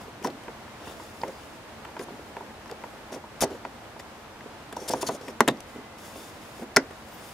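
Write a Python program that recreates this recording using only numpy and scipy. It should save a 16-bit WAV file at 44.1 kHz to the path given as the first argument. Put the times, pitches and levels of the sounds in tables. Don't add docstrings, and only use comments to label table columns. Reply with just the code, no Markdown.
import sys
import numpy as np
from scipy import signal
from scipy.fft import rfft, irfft, next_fast_len
from scipy.io import wavfile
from scipy.ndimage import uniform_filter1d

SR = 44100
rng = np.random.default_rng(int(sys.argv[2]) if len(sys.argv) > 2 else 0)


def transcribe(u):
    v = np.clip(np.atleast_2d(u).T, -1, 1)
    q = np.round(v * 32767).astype(np.int16)
    wavfile.write(sys.argv[1], SR, q)


def level_to_linear(level):
    exponent = np.asarray(level, float) / 20
    return 10 ** exponent


N = 323253

# (frequency [Hz], level [dB], t60 [s])
PANEL = [(156.8, -8.5, 0.35), (221.6, -8, 0.32), (271.2, 0, 0.42), (343, -25, 0.045), (400, 9.5, 0.11),
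         (520, 2.5, 0.17), (660, 10.5, 0.069), (830, -35, 0.057), (950, -23, 0.099), (1050, -46, .06),
         (1350, -38, .06)]


def rms_one(x):
    return x / np.sqrt(np.mean(x ** 2) + 1e-20)


def peak_one(x):
    return x / (np.abs(x).max() + 1e-20)


def at_hz(points, hz):
    point_hz, value = np.transpose(points)
    return np.interp(np.log(hz + 1), np.log(point_hz), value)


def coloured(white, spectrum):
    size = next_fast_len(white.shape[-1])
    hz = np.arange(size // 2 + 1) * SR / size
    shaped = irfft(rfft(white, size) * level_to_linear(at_hz(spectrum, hz)), size)
    return rms_one(shaped[..., :white.shape[-1]])


def drift(rate):
    count = int(N / SR * rate) + 2
    return np.interp(np.linspace(0, count - 1, N), np.arange(count), rng.standard_normal(count))


def ring(clicks, hz, t60):
    r = level_to_linear(-60 / (max(t60, 0.002) * SR))
    w = 2 * np.pi * hz / SR
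    return signal.lfilter([0, np.sin(w)], [1, -2 * r * np.cos(w), r * r], clicks + 1e-18)


def band(x, low_hz, high_hz):
    return signal.sosfilt(signal.butter(2, [low_hz, high_hz], "band", fs=SR, output="sos"), x)


def add(out, s, piece):
    at = round(s * SR)
    out[at:at + len(piece)] += piece[:N - at]


def blows():
    # (time [s], peak [dB], panel boom [dB rel], edge clack [dB rel])
    tap_blows = [(0.2455, -22, -5, -8), (0.2495, -22, 0, -10), (0.481, -29.5, -1, -8), (.679, -44, -23, 3),
                 (.872, -36.5, 0, 0), (.998, -36, -5, -6), (1.151, -46, -16, -14), (1.213, -39, 6, -5),
                 (1.234, -17, -9.5, -9.5), (1.851, -40, -7, 9), (1.886, -39, -2, -3),
                 (1.966, -32.5, 1.5, 0), (2.083, -36, 1, -17), (2.161, -41, -8, -11),
                 (2.367, -28, -4.5, -6), (2.407, -31, -3, -15), (2.658, -40.5, -8, 2),
                 (2.838, -29.5, -3, -2.5), (2.988, -42, -13, -12), (3.103, -39, -2, -17),
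                 (3.239, -36, -4, -20), (3.65, -28, -2.5, -2), (3.962, -38.5, 1, -10), (3.997, -42, -16, 7),
                 (4.059, -44, -6, -12), (4.408, -43.5, 0, 9), (4.767, -24, -6, -27),
                 (4.936, -16.5, -1, -38), (5.029, -23.5, 5.5, -29), (5.088, -26.5, 9, -15)]
    # (time [s], peak [dB], ring [Hz], edge clack [dB rel])
    thud_blows = [(.079, -36, 440, -23), (.216, -35, 400, -11), (.259, -29, 464, -12),
                  (.3, -33.5, 345, -20), (1.263, -38, 420, -20), (1.275, -35, 420, -2),
                  (1.2817, -30.5, 560, -20), (1.2865, -33, 500, -20), (1.292, -36, 480, -20),
                  (1.298, -37, 520, -20), (1.995, -27.5, 437, -3), (2.003, -32.5, 440, -8),
                  (2.012, -32, 520, -2), (2.091, -40, 430, -20), (2.103, -40, 430, -20),
                  (2.115, -37.5, 240, -20), (2.135, -41, 250, -20), (2.191, -37.5, 427, -10),
                  (2.7155, -32, 480, -13), (2.722, -32.5, 452, -20), (2.934, -41, 544, -16),
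                  (3.140, -34, 620, 2), (3.453, -29, 400, -31), (3.506, -35, 420, -21),
                  (3.514, -31, 420, -21), (3.524, -36, 420, -21), (3.547, -36, 517, -19),
                  (4.459, -33.5, 433, -20), (4.821, -37, 387, -21), (4.912, -36, 606, -11),
                  (4.953, -42, 500, -24), (5.15, -32, 486, -23), (5.208, -38, 473, -19),
                  (5.755, -35, 241, -9), (5.768, -39, 480, -15), (5.78, -38, 244, -20),
                  (5.79, -40, 423, -15), (6.366, -43, 465, -16), (6.593, -38, 386, -14),
                  (6.616, -30, 238, -16), (6.62, -32.5, 480, -16), (6.627, -31.5, 330, -24),
                  (6.907, -37, 504, -1)]
    # (time [s], peak [dB], ring [Hz], edge clack [dB rel])
    flex_blows = [
        (.272, -31, 400, -1),
        (1.246, -36, 580, -14),
        (2.697, -43.5, 400, 8),
        (3.124, -41, 700, 6),
        (3.160, -38.5, 487, -14),
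        (4.726, -39.5, 400, 7.5),
        (4.8984, -26, 635, -20),
        (6.156, -40.5, 492, -15),
    ]
    # (time [s], peak [dB], ring [Hz], panel boom [dB rel], edge clack [dB rel])
    snap_blows = [
        (3.4234, -12.5, 716, -10, -18),
        (3.438, -13, 586, -5.5, -18),
        (5.282, -32.5, 414, 3, 2.5),
        (5.4057, -4, 1050, -10, -2),
        (5.41, -20, 660, -19, -14),
        (5.482, -18.5, 510, 3.5, 0.5),
        (5.486, -11.5, 400, -8, -4),
        (6.7628, -13.5, 1230, -11, 0),
        (6.7675, -10.5, 1590, -10, 1.5),
        (6.771, -12, 1900, -22, -6),
    ]
    # (time [s],
    # peak [dB], ring [Hz], ring t60 [s], edge clack [dB rel])
    rebound_blows = [(3.431, -24.5, 818, 0.049, 0.5), (3.4455, -26, 604, 0.016, -10),
                     (5.477, -24.5, 906, 0.028, 9), (5.49, -27, 132, 0.066, -30),
                     (5.407, -19, 215, 0.05, -20), (5.505, -26.5, 254, 0.1, -17),
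                     (6.7675, -11, 1420, 0.037, -8), (6.7685, -13.5, 383, 0.034, -15),
                     (6.7676, -8.5, 1980, .018, -11), (6.783, -23, 560, 0.017, -10),
                     (6.773, -22, 250, .07, -20), (6.789, -30, 1490, 0.05, -10),
                     (5.4065, -14, 398, 0.031, -17), (5.4785, -19, 375, 0.019, -12),
                     (1.2345, -32.5, 1880, .012, -8), (.4815, -40, 1450, .012, -6),
                     (2.3675, -40, 1500, .012, -3), (3.42, -28, 1390, .03, -3)]

    tap_hz, tap_t60_s = 896, 0.019
    tap_damping = 0.28
    thud_cycles, thud_boom_db = 9.2, -4
    flex_cycles, flex_boom_db = 15, 6
    snap_t60_s, rebound_boom_db = 0.0054, -10
    rows = []
    for s, db, boom, clack in tap_blows:
        rows.append((s, db, tap_hz, tap_t60_s * level_to_linear(-tap_damping * (db + 29.5)), boom, clack))
    for s, db, hz, clack in thud_blows:
        rows.append((s, db, hz, thud_cycles / hz, thud_boom_db, clack))
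    for s, db, hz, clack in flex_blows:
        rows.append((s, db, hz, flex_cycles / hz, flex_boom_db, clack))
    for s, db, hz, boom, clack in snap_blows:
        rows.append((s, db, hz, snap_t60_s, boom, clack))
    for s, db, hz, t60, clack in rebound_blows:
        rows.append((s, db, hz, t60, rebound_boom_db, clack))
    return rows


def knock(hz, t60, boom_db, clack_db):
    t = np.arange(SR // 4) / SR
    noise = rng.standard_normal(len(t))
    contact = np.sin(np.pi * np.minimum(t * hz * 1.88, 1)) ** 2

    spot = peak_one(ring(ring(contact, hz * 1.005, t60), hz * 1.108, t60))
    blunt_push = peak_one(ring(contact, hz * 1.51, 4 / hz))
    spot = peak_one(spot + 0.5 * blunt_push)

    spread_db = rng.normal(0, 2.5, len(PANEL))
    modes = sum(level_to_linear(g + d) * ring(contact, f, decay) for (f, g, decay), d in zip(PANEL, spread_db))
    shudder = band(noise[::-1] * np.minimum(t / 0.0015, 1) * level_to_linear(-60 * t / 0.083), 212, 770)
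    drone = band(noise * np.minimum(t / 0.03, 1) * level_to_linear(-60 * t / 0.27), 186, 530)
    panel = peak_one(peak_one(modes) + 2.0 * peak_one(shudder) + 0.31 * peak_one(drone))

    clack = peak_one(band(noise * level_to_linear(-60 * t / 0.024), 860, 2040))
    return spot + level_to_linear(boom_db) * panel + level_to_linear(clack_db) * clack


def knocks():
    out = np.zeros(N)
    for s, db, hz, t60, boom_db, clack_db in blows():
        add(out, s, level_to_linear(db) * knock(hz, t60, boom_db, clack_db))
    return signal.sosfilt(signal.butter(3, 140, "highpass", fs=SR, output="sos"), out)


def ticks():
    # (time [s], peak [dB], ring [Hz], crack [dB rel])
    tip_ticks = [(0.2265, -38, 3050, 2), (.2465, -34, 5700, -2), (.2712, -29, 5600, 0.5),
                 (0.3015, -37, 4670, -2), (0.4357, -45, 3170, 6), (1.216, -31.5, 4960, -13),
                 (1.8491, -37.5, 3000, -4), (1.9663, -44, 4860, -3), (1.9926, -36.5, 5330, 3),
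                 (2.367, -41, 3740, -5), (2.6585, -46, 5700, -6), (2.678, -47, 6000, 3),
                 (2.8368, -43, 3030, -5), (3.1287, -41, 5590, 5), (3.1564, -43, 3570, 8),
                 (3.649, -37, 3000, -12), (3.851, -42, 3500, -10), (3.9972, -40, 3650, 1),
                 (4.726, -36, 3420, 5), (4.766, -29.5, 6000, -4), (4.801, -43, 5730, -9),
                 (5.2125, -41, 5370, 2), (5.282, -32, 3070, 2), (5.5721, -41, 5100, -3),
                 (1.28, -43, 6000, 8), (5.985, -42, 5400, -3), (6.9098, -49, 3300, 9)]
    # (time [s], peak [dB], ring [Hz], crack [dB rel], crack t60 [s])
    clip_cracks = [(2.7134, -32, 5000, 3, .005), (3.4076, -19, 5600, 6, 0.0043),
                   (3.4357, -18, 4540, -3, .006), (4.9356, -22, 6100, -12, .012),
                   (5.0292, -24, 3240, 2, .012), (5.088, -25, 4400, 0, .012),
                   (5.4056, -20.5, 5100, 13.5, 0.016), (5.4783, -19.5, 3180, 8, 0.014),
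                   (5.484, -8.5, 3650, -14, 0.015), (5.605, -40, 6000, 14, 0.01),
                   (6.7630, -4, 5930, -9, 0.0051), (6.7673, -9, 7300, 6, .013),
                   (6.768, -10, 5360, -20, .012)]
    tick_t60_s = 0.024
    out, t = np.zeros(N), np.arange(SR // 12) / SR
    for s, db, hz, crack_db, t60 in [(*row, tick_t60_s) for row in tip_ticks] + clip_cracks:
        hard_edge = 2.85 * (t == 0)
        burst = (rng.standard_normal(len(t)) + hard_edge) * level_to_linear(-60 * t / max(t60, 0.002))
        clip_ring = peak_one(ring(burst, hz, 0.0044))
        crack = peak_one(band(burst, 950, 10000))
        add(out, s, level_to_linear(db - 3.0) * (clip_ring + level_to_linear(crack_db) * crack))
    return out


def squeal(grains, hz, cycles):
    r = level_to_linear(-60 * hz.mean() / (cycles * SR))
    phase = 2 * np.pi * np.cumsum(hz) / SR
    smooth = signal.lfilter([1], [1, -r], grains * np.exp(-1j * phase))
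    return rms_one(np.real(smooth * np.exp(1j * phase)))


def strokes(grains):
    # (frequency [Hz], density [dB per Hz])
    scrape_colour = [(1200, 2.5), (2500, -4), (3500, 1.5), (4000, -0.5), (4600, 1), (5700, 2), (6900, 1.5),
                     (7900, -3.5), (9000, -3), (10300, -3), (11700, -5.5), (13000, -11), (15500, -20),
                     (16500, -21)]
    # (start [s], end [s], mean level [dB], squeak [Hz], panel rumble [dB rel])
    skid_strokes = [
        (3.988, 4.007, -52.5, 4780, 7),
        (4.758, 4.872, -56.5, 5900, 11),
        (4.876, 4.897, -36, 10500, -18),
        (5.008, 5.029, -37.5, 10000, -27),
        (5.213, 5.312, -57, 5400, 10.5),
    ]
    # (start [s], end [s], mean level [dB], squeak [Hz], panel rumble [dB rel])
    drag_strokes = [(.236, .268, -47, 5700, 9), (.802, .928, -62, 3670, 13.5), (.96, 1.077, -63, 4900, 4),
                    (1.998, 2.044, -53, 9550, 5.5), (2.693, 2.716, -61, 5000, 12),
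                    (3.116, 3.152, -49.5, 5750, 8), (3.409, 3.426, -28, 10000, -14),
                    (4.795, 4.845, -64, 8600, 0), (4.903, 4.936, -41, 5300, 2),
                    (4.95, 5.008, -53, 9600, 12.5), (5.035, 5.062, -52, 9700, -5),
                    (5.062, 5.092, -38.5, 6350, -22), (5.1, 5.15, -52, 6600, 12),
                    (5.145, 5.168, -51.5, 6400, 8)]
    # (start [s], end [s], mean level [dB], squeak [Hz], panel rumble [dB rel])
    slip_strokes = [
        (3.152, 3.185, -63.5, 5000, 18),
        (3.424, 3.447, -33.5, 5670, 2),
        (3.50, 3.577, -59.5, 2840, 13),
        (4.936, 4.955, -55, 5500, 0),
        (5.476, 5.489, -30.5, 7760, 10.5),
        (5.494, 5.515, -52, 3600, -1),
        (5.75, 5.805, -69, 3300, 21),
        (6.588, 6.64, -67, 6004, 16.5),
    ]
    bite_s, lift_s = 0.0052, 0.0067
    squeak_wander, squeak_rise_per_db = 0.015, 0.008
    hiss = coloured(grains, scrape_colour)
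    modes = sum(level_to_linear(g) * ring(grains, f, decay * 0.078) for f, g, decay in PANEL)
    rumble = rms_one(band(modes, 290, 1450))
    out, stutter = np.zeros(N), level_to_linear(1.5 * drift(600))
    wander = squeak_wander * drift(40)
    kinds = ((skid_strokes, 6.5), (drag_strokes, 0), (slip_strokes, -8))
    rows = [(*row, swell_db) for kind, swell_db in kinds for row in kind]
    for start, end, db, hz, panel_db, swell_db in rows:
        span = slice(round(start * SR), round(end * SR) + 200)
        t = np.arange(span.stop - span.start) / SR
        pressure_db = swell_db * np.linspace(-0.5, 0.5, len(t))
        fade = np.clip(np.minimum(t / bite_s, (t[-1] - t) / lift_s), 0, 1)

        pitch = hz * (1 + wander[span] + squeak_rise_per_db * pressure_db)
        partner = pitch * (1.5 if hz < 8000 else 1 / 1.44)
        squeak = squeal(grains[span], pitch, cycles=26.0)
        squeak = squeak + level_to_linear(-9.5) * squeal(grains[span], partner, cycles=39.0)

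        lag = SR / hz * np.linspace(1.9, 2.2, len(t))
        echo = np.interp(np.arange(span.start, span.stop) - lag, np.arange(N), hiss)
        combed = hiss[span] + 0.069 * echo
        stroke = combed + level_to_linear(-7.0) * squeak + level_to_linear(panel_db) * rumble[span]
        add(out, start, fade * level_to_linear(db + pressure_db) * stutter[span] * stroke)
    return out


def squeals(grains):
    # (start [s], end [s], level [dB], from [Hz], to [Hz])
    squeal_glides = [(3.411, 3.422, -40, 13500, 13000), (3.413, 3.423, -35, 8500, 8800),
                     (3.426, 3.438, -36, 5300, 5900), (4.768, 4.88, -62, 5800, 6000),
                     (4.88, 4.9, -40, 8310, 8600), (4.882, 4.9, -44, 5300, 5000),
                     (4.905, 4.935, -44, 4594, 5400), (4.91, 4.92, -45, 8700, 8300),
                     (4.965, 5.0, -57, 5600, 5600), (5.017, 5.03, -45, 5000, 6200),
                     (5.065, 5.09, -39, 4670, 4180), (5.064, 5.08, -42, 6300, 6400),
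                     (5.078, 5.087, -50, 10400, 10000), (5.103, 5.135, -54, 4200, 4100),
                     (5.105, 5.165, -59, 8600, 8700), (1.21, 1.225, -55, 5000, 4950),
                     (.234, .257, -48, 5700, 5750), (.238, .256, -50, 3000, 3100),
                     (.24, .255, -52, 11500, 11500), (5.494, 5.503, -42, 3500, 3900)]
    out = np.zeros(N)
    for start, end, db, from_hz, to_hz in squeal_glides:
        span = slice(round(start * SR), round(end * SR))
        count = span.stop - span.start
        tone = squeal(grains[span], np.linspace(from_hz, to_hz, count), cycles=54)
        add(out, start, level_to_linear(db) * np.hanning(count) ** 0.5 * tone)
    return out


def scrapes():
    hits = rng.random(N) < 16000 / SR
    strength = level_to_linear(2.0 * np.minimum(rng.exponential(1, N), 4))
    grains = hits * strength * rng.choice([-1, 1], N)
    return strokes(grains) + squeals(grains)


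def sleeve():
    # (frequency [Hz], density [dB per Hz])
    rustle_colour = [(1500, -13), (2800, 2), (3200, -3), (3600, 4), (4200, -8), (4830, 3), (5700, -1),
                     (6600, 0.5), (8300, -3), (9300, -2), (10600, -1.5), (12500, -5.5), (14700, -9),
                     (16500, -3)]
    # (start [s], end [s], start level [dB], end level [dB])
    sleeve_moves = [(0, .1, -54, -73), (0.84, 1.122, -55, -58), (1.124, 1.573, -56.5, -61.5),
                    (2.1, 2.298, -71, -60), (2.802, 3.0, -68, -66), (4.04, 4.25, -74, -71),
                    (5.662, 5.78, -61, -59), (5.968, 6.303, -53.5, -52), (6.303, 6.424, -58, -61),
                    (6.41, 6.638, -55, -56.5), (6.85, 7.088, -68, -61), (7.07, 7.4, -59.5, -48)]
    # (start [s], end [s],
    # from [Hz], to [Hz], level [dB])
    thin_lines = [(0.834, .94, 3600, 3650, -56), (0.833, 0.93, 2810, 2780, -54.5),
                  (1.307, 1.43, 4900, 4900, -60), (1.362, 1.5, 3180, 2700, -62),
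                  (2.84, 2.93, 10800, 11500, -69), (7.075, 7.17, 13300, 15200, -63),
                  (7.11, 7.215, 13600, 15500, -59), (7.22, 7.33, 12800, 14300, -65),
                  (7.26, 7.33, 9700, 10400, -63), (7.24, 7.33, 11900, 12500, -66),
                  (7.25, 7.33, 14700, 15500, -66), (7.06, 7.1, 7500, 7600, -64),
                  (7.15, 7.22, 10900, 11500, -70), (7.2, 7.29, 8600, 9400, -62)]
    swish = np.zeros(N)
    for start, end, start_db, end_db in sleeve_moves:
        t = np.arange(round((end - start + 0.013) * SR)) / SR
        fade = np.minimum(np.minimum(t, t[-1] - t) / 0.017, 1)
        add(swish, start, fade * level_to_linear(np.linspace(start_db, end_db, len(t))))
    out = swish * level_to_linear(1.7 * drift(25)) * coloured(rng.standard_normal(N), rustle_colour)
    for start, end, from_hz, to_hz, db in thin_lines:
        count = round((end - start) * SR)
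        wobble = signal.lfilter([1], [1, -0.988], rng.standard_normal(count))
        carrier = np.sin(2 * np.pi * np.cumsum(np.linspace(from_hz, to_hz, count)) / SR)
        add(out, start, level_to_linear(db) * np.hanning(count) ** 0.5 * rms_one(wobble * carrier))
    return out


def cabin(x):
    t = np.arange(SR // 6) / SR
    dull, bright, edge = rng.standard_normal((3, 2, len(t)))
    tail = band(dull, 690, 5700) * level_to_linear(-60 * t / 0.14)
    tail = tail + 3.3 * band(bright, 2400, 8700) * level_to_linear(-60 * t / 0.066)
    tail = tail * np.minimum(t / 0.00038, 1) / np.sqrt(np.sum(tail ** 2) / 2)

    edge = edge[0] * [[1], [-1]]
    housing = band(edge * level_to_linear(-60 * t / 0.018), 4400, 18000)
    housing = housing / np.sqrt(np.sum(housing ** 2) / 2)
    scatter = level_to_linear(-14) * tail + level_to_linear(-10.0) * housing
    return signal.fftconvolve(x[None], scatter, axes=1)[:, :N]


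def traffic():
    # (frequency [Hz], density [dB per Hz])
    traffic_colour = [(12, -47), (30, -16), (75, -5), (135, -7), (189, -9.5), (224, -1.5), (258, -8.5),
                      (305, -5), (393, -9.5), (428, -7.5), (839, -7), (2890, -18.5), (9950, -31.5),
                      (15200, -36.5), (16500, -57)]
    # (frequency [Hz], correlation [-1..1])
    port_likeness = [(60, 0.95), (180, 0.9), (550, 0.78), (1650, 0.52), (4970, -0.58), (15000, -0.39)]
    level_db, lag_s = -44.5, 4e-5
    size = next_fast_len(N)
    hz = np.arange(size // 2 + 1) * SR / size
    alike = np.clip(at_hz(port_likeness, hz), 0, 1)
    mid, side = rfft(rng.standard_normal((2, size))) * level_to_linear(at_hz(traffic_colour, hz))
    both = np.sqrt(1 + alike) * mid + np.sqrt(1 - alike) * side * [[1], [-1]]
    hum = irfft(both, size)[:, :N]
    hum[0] = np.roll(hum[0], round(lag_s * SR))
    return level_to_linear(level_db + 0.6 * drift(8)) * rms_one(hum)


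def far_whine():
    # (time [s], level [dB])
    whine_level = [
        (0, -77),
        (4.9, -85),
        (5.8, -57.5),
        (6.53, -69),
        (7.33, -64),
    ]
    t = np.arange(N) / SR
    level_db = np.interp(t, *np.transpose(whine_level)) + 1.5 * drift(16)
    return level_to_linear(level_db) * np.sin(2 * np.pi * 2035 * t + 0.97 * drift(17))


def scene():
    door = knocks() + ticks() + scrapes() + sleeve()
    lean = 0.19 * band(door, 740, 22000) + 0.05 * np.diff(door, prepend=0)
    near = door * level_to_linear([[-0.3], [0.3]]) + lean * [[1], [-1]]
    return near + cabin(door) + traffic() + far_whine()


def roll_off(x):
    return signal.sosfilt(signal.butter(12, 16850, fs=SR, output="sos"), x)


def record(dry):
    top_band_hz, edge_hz = 15600, 250
    size = next_fast_len(N)
    hz = np.arange(size // 2 + 1) * SR / size
    treble = irfft(rfft(dry, size) * np.clip((hz - top_band_hz) / edge_hz, 0, 1), size)[:, :N]
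    power = np.mean(treble ** 2, axis=0)
    sudden = uniform_filter1d(power, size=384) > 11 * uniform_filter1d(power, size=6000)
    keep = uniform_filter1d(1.0 * sudden, size=256)
    mix = np.clip(dry - treble * (1 - keep), -1, 1)
    return roll_off(mix)


dry = scene()
out = record(dry)
transcribe(out)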